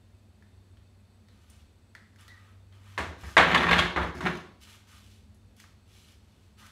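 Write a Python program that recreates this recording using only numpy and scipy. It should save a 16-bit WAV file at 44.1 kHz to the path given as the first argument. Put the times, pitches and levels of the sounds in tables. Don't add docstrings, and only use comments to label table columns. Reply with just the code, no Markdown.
import sys
import numpy as np
from scipy import signal
from scipy.fft import rfft, irfft, next_fast_len
from scipy.io import wavfile
from scipy.ndimage import uniform_filter1d, map_coordinates

SR = 44100
rng = np.random.default_rng(int(sys.argv[2]) if len(sys.argv) > 2 else 0)


def to_wav(s):
    ch = np.atleast_2d(s).T
    pcm = np.round(np.clip(ch, -1, 1) * 32767)
    wavfile.write(sys.argv[1], SR, pcm.astype(np.int16))


N = 295911
T = np.arange(N) / SR
GRIP_S = 0.02

# frequency_hz, relative_db
WOOD_COLOUR = [(40, -31.5), (75, -12), (150, -15), (300, -4.5), (600, -5.5), (1100, -2.5), (1800, -2),
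               (2600, -6), (3500, -7.5), (4200, -14), (4900, -25.5), (6800, -28.5), (10000, -37),
               (15500, -50.5)]
# pitch_hz, width_hz, boost_db
STOOL_MODES = [(477.3, 26, 4), (570, 20, 3.5), (649, 30, 5.5), (858.4, 23, 1.5), (967, 29, 5),
               (1112, 30, 7.5), (1180, 22, 1.5), (1300, 8.3, 0), (1510, 29, 1.5), (1624, 20, 7.5),
               (1735, 23, 4.5), (2027, 50, 4), (2166, 25, 4.5), (2307, 30, 1), (2586, 35, 1.5),
               (2860, 28, 0)]
# start_s, length_s, scrape_db, grit_db, sway_db, judder_db
SHOVES = [(2.99, .11, -50.5, -70, -38.5, -49.5), (3.227, 0.057, -52.5, -58.5, -39, -51.5),
          (3.37, 0.031, -18, -49, -31, -29.5), (3.461, 0.249, -27, -52, -38, -29),
          (3.702, .125, -28, -49, -32, -30), (3.959, 0.09, -39, -57, -31.5, -35),
          (4.138, 0.046, -50, -56, -43, -41.5), (4.224, 0.059, -32, -53.5, -41, -29.5),
          (4.32, .05, -54, -59.5, -52, -45)]


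def stool_blows(gain_db=16):
    # start_s, relative_db, hardness_db, treble_db, thump_db, rattle_t60_s
    blows = [(2.978, -12.5, -4, 11, 3, 0.26), (3.235, -32, -7.5, 2.5, 1, 0.11),
             (3.368, 1.5, -6.5, 2, -12, 0.05), (3.378, -1, -2, 3, -8.5, 0.052),
             (3.961, -12, -5.5, 1, 3, 0.11), (3.975, -10, -26, -7, 0.5, 0.079),
             (4.207, -20.5, -3.5, 11, 6, 0.11), (4.228, -27, -15, 6, -2, 0.062)]
    out = np.zeros(N)
    for start, db, hard_db, treble_db, thump_db, rattle_t60 in blows:
        wood = body(WOOD_COLOUR, STOOL_MODES, hard_db, treble_db, thump_db)
        clatter = through(wood, room(wet_db=12.5, early_db=12.5, early_t60=rattle_t60))
        add(out, start, amp(db + gain_db) * unit_energy(clatter))
    return out


def stool_bites(gain_db=1):
    # centre_s, relative_db, half_length_s, hardness_db
    bites = [(3.428, -25, 0.0027, 3), (3.521, -27.5, 0.008, -2), (3.549, -14.5, 0.0042, 1.5),
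             (3.562, -16, 0.0028, -10), (3.579, -24, 0.0035, 4.5), (3.636, -26.5, 0.0093, -6.5),
             (3.692, -23.5, 0.0082, -3.5), (3.714, -17.5, 0.0054, 1), (3.734, -18.5, 0.008, 0.5),
             (3.766, -27.5, 0.0052, -1), (3.793, -19.5, 0.01, 6), (4.025, -37, 0.019, -4),
             (4.269, -25.5, 0.0047, -2.5)]
    out = np.zeros(N)
    t = T[:SR // 10] - .05
    for centre, db, half_length, hard_db in bites:
        force = slips(rate_hz=900, scatter=.6, spread_db=3)[:len(t)] * np.exp(-(t / half_length) ** 2)
        wood = body(WOOD_COLOUR, STOOL_MODES, hard_db, bass_db=-7)
        rasp = through(force, wood, room(wet_db=-1, early_db=1.5))
        add(out, centre + t[0], amp(db + gain_db) * np.sqrt(2 * half_length * SR) * unit_energy(rasp))
    return out


def stool_drag(grit_gain_db=-.5):
    starts, lengths, scrape_db, grit_db, _, _ = np.transpose(SHOVES)
    force = slips(rate_hz=300, scatter=.5, spread_db=4.5)
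    wood = body(WOOD_COLOUR, STOOL_MODES, hard_db=-3, treble_db=-5.5, bass_db=-.5)
    scrape = unit_rms(through(force, wood)) * movements(starts, lengths, scrape_db, GRIP_S, t60=.2)
    # frequency_hz, relative_db
    grit_colour = [(2500, -29.5), (4500, 0.5), (6800, -1.5), (8000, -12), (10000, -9.5), (12500, -16.5),
                   (15500, -23)]
    grit = coloured(rng.standard_normal(N) * amp(3.8 * wobble(470)), grit_colour)
    grit *= movements(starts, lengths, grit_db + grit_gain_db, GRIP_S, t60=.3)
    return through(scrape + grit, room(wet_db=-2.5, early_db=0))


def stool_frame(sway_gain_db=-3, judder_gain_db=-2):
    # pitch_hz, width_hz, relative_db
    sway_modes = [(73.3, 22, -0.5)]
    # pitch_hz, width_hz, relative_db
    judder_modes = [(132, 24, -10), (173.9, 18, 0.5), (192.3, 18, -6), (237.4, 17, -6.5), (254, 15, -10),
                    (334.7, 24, -10), (357.4, 23, -3)]
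    starts, lengths, _, _, sway_db, judder_db = np.transpose(SHOVES)
    sway = bending(sway_modes) * movements(starts, lengths, sway_db + sway_gain_db, GRIP_S, t60=.35)
    judder = bending(judder_modes) * movements(starts, lengths, judder_db + judder_gain_db, GRIP_S, t60=.46)
    return sway + judder


def bending(modes):
    def response(hz):
        return sum(amp(db) * (1j * hz * width / (pitch ** 2 - hz ** 2 + 1j * hz * width)) ** 2
                   for pitch, width, db in modes)
    ring = filtered(slips(rate_hz=90, scatter=.6, spread_db=2.5), response)
    power = np.abs(uniform_filter1d(ring ** 2, size=3000))
    return ring / np.sqrt(power + 1e-12)


def broom_sweeps(bristle_gain_db=-1, rub_gain_db=-6, lift_t60=.35):
    # start_s, length_s, bristle_db, rub_db
    strokes = [(1.26, 0.28, -74.5, -69), (1.468, 0.13, -67, -69.5), (2.18, 0.053, -61, -55),
               (2.27, 0.22, -72, -59), (2.704, 0.15, -70, -62), (2.819, 0.26, -63.5, -55),
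               (3.17, .16, -56, -50.5), (4.601, 0.052, -56, -60.5), (4.66, 0.086, -56.5, -54),
               (4.859, .11, -59, -56.5), (4.97, .19, -63.5, -76), (5.56, 0.081, -62.5, -64),
               (5.849, 0.27, -62, -67), (6.195, 0.3, -73, -75.5), (6.568, 0.097, -58, -52.5)]
    # frequency_hz, relative_db
    bristle_colour = [(880, -36), (1500, -11.5), (1690, -8), (1900, -7.5), (2170, -2), (3440, 0.5),
                      (4990, -6), (6070, -5), (10400, -13), (11200, -11), (15500, -22)]
    # frequency_hz, relative_db
    rub_colour = [(300, -21), (800, -8), (1200, 1), (2000, -3.5), (3000, -10.5), (6000, -33.5)]
    starts, lengths, bristle_db, rub_db = np.transpose(strokes)
    press_s = .36 * lengths
    hiss = coloured(rng.standard_normal(N) * amp(3 * wobble(900) + wobble(35)), bristle_colour)
    rub = coloured(rng.standard_normal(N) * amp(wobble(60)), rub_colour)
    hiss *= movements(starts, lengths, bristle_db + bristle_gain_db, press_s, lift_t60)
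    rub *= movements(starts, lengths, rub_db + rub_gain_db, press_s, lift_t60)
    return through(hiss + rub, room(wet_db=-4, early_db=-7))


def broom_taps(gain_db=13, ring_width_hz=350, ring_db=13):
    # start_s, relative_db, treble_db, ring_hz
    taps = [(0.424, -46.5, -5, 1800), (0.771, -51, -8, 3200), (1.285, -48, -4, 3930),
            (1.5, -44.5, 24, 9200), (1.951, -31, -5.5, 1880), (2.16, -46.5, 2, 1900),
            (2.209, -47.5, 11, 10500), (2.28, -37, 1, 3800), (2.725, -47, -11, 3130),
            (5.346, -55.5, 22, 11100), (5.566, -51, 15, 3290), (5.6, -38, 7, 2300), (5.64, -41, -6.5, 1140),
            (6.627, -41, -8, 1100), (6.665, -44, 16, 2500)]
    # frequency_hz, relative_db
    plastic_colour = [(150, -20), (800, -9), (1400, -4.5), (2000, -3), (2700, -12), (4400, -7),
                      (5200, -8.5), (10000, -15.5), (15500, -23)]
    # pitch_hz, width_hz, boost_db
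    handle_modes = [(1346, 46, 6.5), (1516, 30, -0.5), (1870, 140, 7.5), (4300, 80, 5.5)]
    out = np.zeros(N)
    for start, db, treble_db, ring_hz in taps:
        modes = handle_modes + [(ring_hz, ring_width_hz, ring_db)]
        contact = body(plastic_colour, modes, treble_db=treble_db)
        tap = through(contact, room(wet_db=9, early_db=9, early_t60=.03))
        add(out, start, amp(db + gain_db) * unit_energy(tap))
    return out


def sole_squeak(start_s=2.278, length_s=.075, level_db=-53.5, pitch_hz=1990, sag_hz_per_s=900):
    hz = pitch_hz - sag_hz_per_s * np.clip(T - start_s, 0, length_s)
    hz *= 1 + .037 * wobble(700)
    note = np.sin(2 * np.pi * np.cumsum(hz) / SR)
    level = amp(level_db + 3 * wobble(150)) * swell(start_s, length_s, attack=.006, t60=.21)
    return through(level * note, room(wet_db=-3, early_db=-5))


def refrigerator(drone_hz=96.8):
    # time_s, level_db
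    drone_levels = [(0, -60.5), (1.1, -60), (1.75, -67.5), (2.15, -59.5), (2.95, -51.5), (4.5, -68),
                    (5.1, -57.5), (6.1, -65), (6.7, -61.5)]
    # pitch_hz, width_hz, level_db
    tones = [(213.2, 8.8, -70.5), (372.7, 5, -82.5), (2560, 14, -87), (3600, 20, -86.5), (4106, 25, -90.5),
             (4430, 15, -87), (4500, 10, -92.5), (8030, 42, -86.5)]
    drone = np.sqrt(2) * np.sin(2 * np.pi * drone_hz * T + .5 * wobble(7))
    drone *= amp(np.interp(T, *np.transpose(drone_levels)))
    return drone + sum(amp(db) * noise_band(hz, width) for hz, width, db in tones)


def room_tone(air_db=-65, rumble_db=-60):
    # frequency_hz, relative_db
    air_colour = [(25, -19.5), (60, -11), (125, -5), (220, 1), (300, -8), (430, -10.5), (600, -12.5),
                  (1200, -18.5), (2600, -23), (4600, -25), (5100, -28), (8100, -30.5), (12000, -34.5),
                  (15500, -42.5)]
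    air = amp(air_db) * coloured(rng.standard_normal(N), air_colour)
    rumble = amp(rumble_db + wobble(3)) * noise_band(centre_hz=76, width_hz=22)
    return air + rumble


def room(wet_db, early_db, early_t60=.052):
    # frequency_hz, t60_s
    decay_times = [(100, 0.65), (260, 0.79), (700, 0.6), (1840, 0.47), (4850, 0.58), (14000, .3)]
    hz, t, spectra = signal.stft(rng.standard_normal(SR * 3 // 4), SR, nperseg=256)
    decay = amp(-60 * t / along(decay_times, hz)[:, None])
    _, tail = signal.istft(spectra * decay, SR, nperseg=256)
    early = rng.standard_normal(len(tail)) * amp(-60 * T[:len(tail)] / early_t60)
    response = amp(wet_db) * unit_energy(tail) + amp(early_db) * unit_energy(early)
    response[0] += 1
    return unit_energy(response)


def body(colour, modes, hard_db=0, treble_db=0, bass_db=0, hard_hz=2400, bass_hz=400, size=8192):
    hz = np.fft.rfftfreq(size, 1 / SR)
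    peaks = 1 + sum((amp(db) ** 2 - 1) / (1 + (2 * (hz - pitch) / width) ** 2) for pitch, width, db in modes)
    shelves_db = hard_db * above(hz, hard_hz) + treble_db * above(hz) + bass_db * (1 - above(hz, bass_hz))
    magnitude = amp(along(colour, hz) + shelves_db) * np.sqrt(np.abs(peaks))
    cepstrum = irfft(np.log(magnitude))
    minimum_phase = np.exp(rfft(2 * cepstrum[:size // 2], size))
    return unit_energy(irfft(minimum_phase))


def slips(rate_hz, scatter, spread_db):
    gaps, sizes = rng.standard_normal((12000, 2)).T
    at = (np.cumsum(np.exp(scatter * gaps)) * SR / rate_hz).astype(int)
    return np.bincount(at[at < N], amp(spread_db * sizes[at < N]), N)


def swell(start, length, attack, t60):
    rise = np.sin(np.pi / 2 * np.clip((T - start) / attack, 0, 1))
    return rise * amp(-60 * np.clip((T - start - length) / t60, 0, 2))


def movements(starts, lengths, levels_db, attacks, t60):
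    rows = np.broadcast(starts, lengths, levels_db, attacks)
    return np.sqrt(sum((amp(db) * swell(s, length, attack, t60)) ** 2 for s, length, db, attack in rows))


def noise_band(centre_hz, width_hz):
    return unit_rms(filtered(rng.standard_normal(N), lambda hz: 1 / (1 + ((hz - centre_hz) / width_hz) ** 2)))


def coloured(x, colour):
    return unit_rms(filtered(x, lambda hz: amp(along(colour, hz))))


def wobble(rate):
    return map_coordinates(rng.standard_normal(int(N * rate / SR) + 4), [T * rate])


def filtered(x, response):
    size = next_fast_len(N + SR // 2)
    return irfft(rfft(x, size) * response(np.fft.rfftfreq(size, 1 / SR)), size)[:N]


def through(x, *responses):
    for response in responses:
        x = signal.fftconvolve(x, response)[:N]
    return x


def above(hz, edge_hz=4700):
    return 1 - 1 / (1 + (hz / edge_hz) ** 10)


def along(points, hz):
    knots_hz, values = np.transpose(points)
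    return np.interp(np.log(hz + 1), np.log(knots_hz + 1), values)


def add(track, start_s, sound):
    part = track[round(start_s * SR):][:len(sound)]
    part += sound[:len(part)]


def amp(db):
    return 10 ** (np.asarray(db) / 20)


def unit_rms(x):
    return x / np.sqrt(np.mean(x ** 2) + 1e-20)


def unit_energy(x):
    return x / np.linalg.norm(x)


def scene():
    stool = stool_blows() + stool_bites() + stool_drag() + stool_frame()
    broom = broom_sweeps() + broom_taps()
    return (stool + broom + sole_squeak() + refrigerator() + room_tone())[None]


def record(dry, ceiling=.88, low_cut_hz=36, top_hz=15720):
    rounded = dry[0] / (1 + np.abs(dry[0] / ceiling) ** 6) ** (1 / 6)
    return filtered(rounded, lambda hz: above(hz, low_cut_hz) ** .5 * (hz < top_hz))[None]


dry = scene()
out = record(dry)
to_wav(out)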